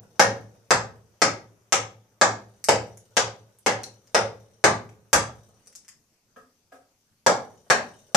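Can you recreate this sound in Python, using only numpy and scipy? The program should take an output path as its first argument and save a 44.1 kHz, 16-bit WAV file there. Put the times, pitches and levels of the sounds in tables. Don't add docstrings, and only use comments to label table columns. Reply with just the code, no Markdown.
import sys
import numpy as np
from scipy import signal
from scipy.fft import rfft, irfft, next_fast_len
from scipy.io import wavfile
from scipy.ndimage import uniform_filter1d

SR = 44100
rng = np.random.default_rng(int(sys.argv[2]) if len(sys.argv) > 2 else 0)


def pcm_store(signal):
    levels = np.round(np.clip(np.atleast_2d(signal), -1, 1) * 32767)
    wavfile.write(sys.argv[1], SR, levels.astype(np.int16).T)


N = 359856
SECOND_CUT_S = 6


def amp(db):
    return 10 ** (np.asarray(db) / 20)


def unit(x):
    return x / np.sqrt(np.mean(x ** 2) + 1e-20)


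def along(points, hz):
    f, v = np.transpose(points)
    return np.interp(np.log(hz + 1), np.log(f + 1), v)


def coloured(x, gain_db):
    m = 2 * next_fast_len(x.shape[-1] // 2 + 4096)
    gain = amp(gain_db(np.fft.rfftfreq(m, 1 / SR)))
    cepstrum = irfft(np.log(gain + 1e-6), m)
    cepstrum[..., 1:m // 2] *= 2
    cepstrum[..., m // 2 + 1:] = 0
    response = np.exp(rfft(cepstrum))
    return irfft(rfft(x, m) * response, m)[..., :x.shape[-1]]


# (frequency [Hz], correlation [0-1])
LIKENESS = [(25, .7), (70, .996), (130, .985), (290, .89), (640, .8), (1390, .15), (3000, .05)]


def stereo_noise(size):
    hz, t, (a, b) = signal.stft(rng.standard_normal((2, size)), SR, nperseg=256)
    turn = np.arccos(np.clip(along(LIKENESS, hz), -1, 1))[:, None] / 2
    left = np.cos(turn) * a + np.sin(turn) * b
    right = np.cos(turn) * a - np.sin(turn) * b
    return hz, t, np.array([left, right])


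# (frequency [Hz], 60 dB decay time [s])
ROOM_DECAY = [(60, 0.89), (120, .6), (300, 0.4), (700, 0.37), (1500, 0.3), (4000, 0.3), (8000, .24),
              (11000, .19), (14000, 0.037)]
# (delay [s], level against the direct sound, before the walls_db offset [dB])
WALL_ECHOES = [(.0045, 3), (.009, -5.5), (.0125, -12.5), (0.02, -18), (.031, -11)]


def in_room(sound, wet_db, walls_db=0):
    hz, t, z = stereo_noise(SR // 2)
    fade = amp(-60 * t / along(ROOM_DECAY, hz)[:, None])
    z = z * fade
    z *= np.linalg.norm(fade, axis=-1, keepdims=True) / np.linalg.norm(z, axis=-1, keepdims=True)
    response = signal.istft(z, SR, nperseg=256)[1]
    response *= 1 - np.exp(-np.arange(response.shape[1]) / SR / .0015)
    response *= amp(wet_db) / np.linalg.norm(response, axis=1, keepdims=True)
    response[:, 0] += 1
    for delay_s, db in WALL_ECHOES:
        arrival_s = delay_s + rng.normal(0, .0002, 2)
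        response[[0, 1], np.round(arrival_s * SR).astype(int)] += amp(db + walls_db)
    return signal.fftconvolve(sound[None], response, axes=1)


def ring(modes, t, spread_db, attack):
    hz, db, t60 = np.transpose(modes)[..., None]
    level = db + spread_db * rng.standard_normal(hz.shape)
    envelope = amp(level - 60 * t / t60) * (1 - np.exp(-t / attack))
    return envelope * np.sin(2 * np.pi * hz * t)


def burst(t, t60, grit, gain_db):
    noise = amp(-60 * t / t60) * rng.standard_normal(len(t))
    pulse = t == 0
    puff = coloured(pulse + grit * noise / np.linalg.norm(noise), gain_db)
    return puff / np.linalg.norm(puff) * np.sqrt(SR / 1000)


def add(track, s, sound):
    part = track[..., SR + round(s * SR):][..., :sound.shape[-1]]
    part += sound[..., :part.shape[-1]]


# (frequency [Hz], relative level per Hz [dB])
HUSH_SPECTRUM = [(20, -6), (50, -10), (104, 1), (125, -4), (200, -3), (400, -10), (800, -14), (2000, -18),
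                 (4000, -20), (6200, -15), (8000, -21), (12000, -24), (14500, -25), (15000, -50)]
HUSH_DB = -69


def hush():
    z = stereo_noise(N)[2]
    patches = rng.standard_normal(z.shape[1:])
    patches = uniform_filter1d(patches, size=4, axis=0)
    patches = uniform_filter1d(patches, size=30, axis=1)
    noise = signal.istft(z * amp(2.1 * unit(patches)), SR, nperseg=256)[1][:, :N]
    return amp(HUSH_DB) * unit(coloured(noise, lambda hz: along(HUSH_SPECTRUM, hz)))


# (frequency [Hz], relative level [dB], 60 dB decay time [s])
IRON_MODES = [(2990, -4, .015), (3700, -4, .015), (4285, -6, .015), (5943, 1, .025), (6940, -5, .015),
              (8592, -6, .04)]
# (frequency [Hz], relative level per Hz [dB])
OFFCUT_SPECTRUM = [(150, -20), (330, -11.5), (520, -0.5), (750, -10.5), (1500, -14.5), (3000, -31.5)]
IRON_RING_DB, IRON_FADE_DB_PER_S = -1, 9
WOOD_DB, WOOD_FADE_DB_PER_S = -52, 22.5
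SETTLE_S, SETTLE_DB_PER_S = 0.68, 150
ROCK_S, ROCK_SCATTER_S = .026, .0015


def chatter():
    blow_s, blow_db, *_, shaken_db = np.transpose(BLOWS_STRUCK)
    times = np.cumsum(rng.normal(ROCK_S, ROCK_SCATTER_S, size=400))
    times = times[times < N / SR]
    last = np.searchsorted(blow_s, times) - 1
    since = times - blow_s[last]
    settle_db = SETTLE_DB_PER_S * np.maximum(since - SETTLE_S, 0)
    iron_db = shaken_db[last] - IRON_FADE_DB_PER_S * since - settle_db
    wood_db = blow_db[last] + WOOD_DB - WOOD_FADE_DB_PER_S * since - settle_db
    tool, offcuts = np.zeros((3, N + SR)), np.zeros((3, N + SR))
    t = np.arange(SR // 16) / SR
    for k, at in enumerate(times):
        click = burst(t, .008, 2.5, lambda hz: -4 * np.log2(hz / 5500 + 1e-3) ** 2)
        iron_ring = ring(IRON_MODES, t, spread_db=3, attack=.0005).sum(0)
        iron = amp(IRON_RING_DB) * iron_ring + click
        wood = burst(t, 0.037, 2.2, lambda hz: along(OFFCUT_SPECTRUM, hz))
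        add(tool[k % len(tool)], at, amp(iron_db[k] + rng.normal(0, 2.5)) * iron)
        wood_s = at + rng.uniform(0, ROCK_S)
        add(offcuts[k % len(offcuts)], wood_s, amp(wood_db[k] + rng.normal(0, 3.6)) * wood)
    placed = [in_room(a, wet_db=5.5, walls_db=-8) + in_room(b, wet_db=9.5) for a, b in zip(tool, offcuts)]
    return sum(placed)[:, :N + SR]


# (time [s], level [dB], pitch [Hz], body against the tick [dB])
CHIPS_LANDING = [(2.6413, -23.5, 6462, -16), (2.9729, -43.5, 7440, -14.5), (3.5872, -49.5, 9240, -18.5),
                 (3.8343, -32, 5667, -9.5), (4.0736, -53.5, 5680, -7), (4.892, -56.5, 5890, 3.5),
                 (5.6608, -54.5, 5900, -13), (5.672, -43.5, 6100, -17), (5.7268, -52.5, 6320, -7),
                 (5.7522, -39.5, 5603, -16), (5.7583, -39, 6380, -34), (5.8481, -55.5, 5600, -5),
                 (5.8812, -43.5, 6180, -8), (5.8881, -41.5, 6450, -8), (6.1386, -69.5, 6090, -7),
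                 (7.0094, -69.5, 5880, -10)]
# (frequency [Hz], relative level [dB], 60 dB decay time [s])
BLADE_MODES = [(4240, -4, 0.0098), (4220, 3, 0.009), (5200, -2.5, 0.013)]
# (time [s], ring level [dB])
BLADE_GLANCES = [(3.836, -39)]
CHIP_T60_S = 0.015


def chips():
    track, t = np.zeros((2, N + SR)), np.arange(SR // 5) / SR
    for s, db, pitch_hz, body_db in CHIPS_LANDING:

        def tick_gain_db(hz):
            octaves = np.log2(hz / pitch_hz + 0.0007)
            return -np.where(hz < pitch_hz, 30, 12) * octaves ** 2

        tick = burst(t, CHIP_T60_S, 2.3, tick_gain_db)
        body = burst(t, CHIP_T60_S, 0.53, lambda hz: -9 * np.log2(hz / 1800 + 0.0023) ** 2)
        add(track, s, amp(db) * in_room(tick + amp(body_db) * body, wet_db=0.5, walls_db=-4.0))
    for s, db in BLADE_GLANCES:
        blade = ring(BLADE_MODES, t, spread_db=2, attack=.0005).sum(0)
        add(track, s, amp(db) * in_room(blade, wet_db=4.5, walls_db=6.0))
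    return track


# (frequency [Hz], level at the first cut [dB], level at the second cut [dB], level under a tap [dB])
LOG_MODES = [(254, -10.5, -9.5, -4.5), (276, -18.5, -21, -7), (440, -8, -7.5, 3), (530.5, -6, -5, 3),
             (566.2, 5, -3.5, 1), (569, -10.5, -5, -2), (735, -8, -5.5, 2), (741, 0, 5, -21),
             (833, -11, -11.5, -14), (972, -17, -1.5, -24), (1180.6, 1, -15, -12), (1162, -0.5, -13, -4),
             (1285, -0.5, -11.5, 4.5), (1440, 5, 8.5, -5), (1635, -3, 7.5, 4), (1882, -0.5, -5, -4),
             (1900, 2.5, -9, -14), (2157, -2, -15, -33)]


def knock(t, column, upper_db, spread_db):
    hz, db = np.array(LOG_MODES)[:, [0, column]].T
    t60 = .065 * np.sqrt(600 / hz)
    upper_share = np.clip(np.log2(hz / 800), 0, 1)
    sign = (-1) ** np.arange(len(hz))
    modes = np.c_[hz, db + upper_db * upper_share, t60]
    return sign @ ring(modes, t, spread_db, attack=.0005)


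# (time [s], level [dB], lift of the upper knock [dB])
EDGE_TAPS = [(6.3613, -61, 4.5), (6.7202, -59, 1)]


def taps():
    track, t = np.zeros((2, N + SR)), np.arange(SR // 3) / SR
    for s, db, upper_db in EDGE_TAPS:
        logs = knock(t, column=3, upper_db=upper_db, spread_db=2.9)
        scuff = burst(t, 0.036, 1.0, lambda hz: -3 * np.log2(hz / 900 + 1e-3) ** 2)
        rustle = burst(t, 0.29, 30, lambda hz: -5 * np.log2(hz / 7000 + 1e-3) ** 2)
        touch = logs + amp(5.0) * scuff + rustle
        add(track, s, amp(db) * in_room(touch, wet_db=9))
    return track


# (time [s], level [dB], lift of the upper knock [dB], crack against the blow [dB],
# tilt of the crack's top octave [dB], iron chatter just after the blow [dB])
BLOWS_STRUCK = [(-.3, -4, -6.5, -5, -3.5, -66), (0.1954, -4.5, -5, -9.5, 2, -67.5),
                (0.707, -8.5, -5, -6.5, -3, -73.5), (1.218, -10.5, -4.5, -4, -7, -76.5),
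                (1.7236, -12, -3, -3, -1, -82.5), (2.2136, -8, -3, -7, -7, -68),
                (2.6866, -7, -8.5, -9, -2, -64.5), (3.1685, -11, -4, -4, -4.5, -71),
                (3.6626, -11, -7, -8.5, -1.5, -66), (4.1466, -8, -5, -10, -3, -67.5),
                (4.6402, -5.5, -7.5, -9.5, -4.5, -74), (5.1305, -8.5, -2.5, -4, 5.5, -65),
                (7.264, -6, -6.5, -12, -2, -65.5), (7.7009, -6.5, -6, -10.5, -2.5, -60.5),
                (8.1467, -7, -7.5, -7, -3.5, -66.5)]
# (frequency [Hz], relative level per Hz [dB])
THUD_SPECTRUM = [(30, -49.5), (70, -32), (130, -20.5), (240, -15), (330, -16.5), (450, -2.5), (750, -2),
                 (1150, -4), (1650, 3.5), (2200, -3), (3000, -25), (5000, -65.5)]
# (frequency [Hz], relative level per Hz [dB])
CRACK_SPECTRUM = [(1470, -8.5), (2500, -9), (3180, -9.5), (4240, -8.5), (4790, -5.5), (6100, -4.5),
                  (7150, -5.5), (8770, -11.5), (10100, -17.5), (14100, -27), (15200, -48)]
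# (frequency [Hz], relative level [dB], 60 dB decay time [s])
BENCH_MODES = [(108, 0, .68), (114, 0, .68), (70, -14, .4), (170, -10, .4), (200, -12, .8)]
BOOM_DB, BOOM_LOSS_DB = -25.5, 16
LOGS_BRIGHTER_DB = 6.5


def mallet():
    track = np.zeros((2, N + SR))
    t, boom_t = np.arange(SR // 5) / SR, np.arange(SR) / SR
    for s, db, upper_db, crack_db, top_db, _ in BLOWS_STRUCK:
        second_cut = s > SECOND_CUT_S
        upper_tilt, top_tilt = [(900, 0), (1300, upper_db)], [(7500, 0), (10000, top_db)]
        thud = burst(t, .006, .3, lambda hz: along(THUD_SPECTRUM, hz) + along(upper_tilt, hz))
        crack = burst(t, 0.014, 0.61, lambda hz: along(CRACK_SPECTRUM, hz) + along(top_tilt, hz))
        logs = knock(t, column=1 + second_cut, upper_db=upper_db + LOGS_BRIGHTER_DB, spread_db=5.56)
        blow = amp(-25.0) * logs + amp(-4) * thud + amp(crack_db) * crack
        add(track, s, amp(db) * in_room(blow, wet_db=8.5))
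        one, two, *rest = ring(BENCH_MODES, boom_t, spread_db=.6, attack=.03)
        boom = one - two + sum(rest)
        add(track, s + 0.027, amp(db + BOOM_DB - BOOM_LOSS_DB * second_cut) * boom)
    return track


def scene():
    work = (chatter() + chips() + taps() + mallet())[:, SR:]
    return hush() + coloured(work, lambda hz: along([(30, -36), (60, -8), (100, 0)], hz))


# (frequency [Hz], left over right [dB])
PORT_BALANCE = [(300, .6), (1400, -.6), (2500, 3.5), (4200, 1.5), (6100, 10), (7600, -2), (10000, -6),
                (14500, -8)]
TOP_HZ = 15375


def record(dry):
    half_each = np.array([[.5], [-.5]])
    ports = coloured(dry, lambda hz: half_each * along(PORT_BALANCE, hz))
    ports = ports / (1 + np.abs(ports / 1.05) ** 4) ** (1 / 4)
    return irfft(rfft(ports) * (np.fft.rfftfreq(N, 1 / SR) < TOP_HZ), N)


dry = scene()
out = record(dry)
pcm_store(out)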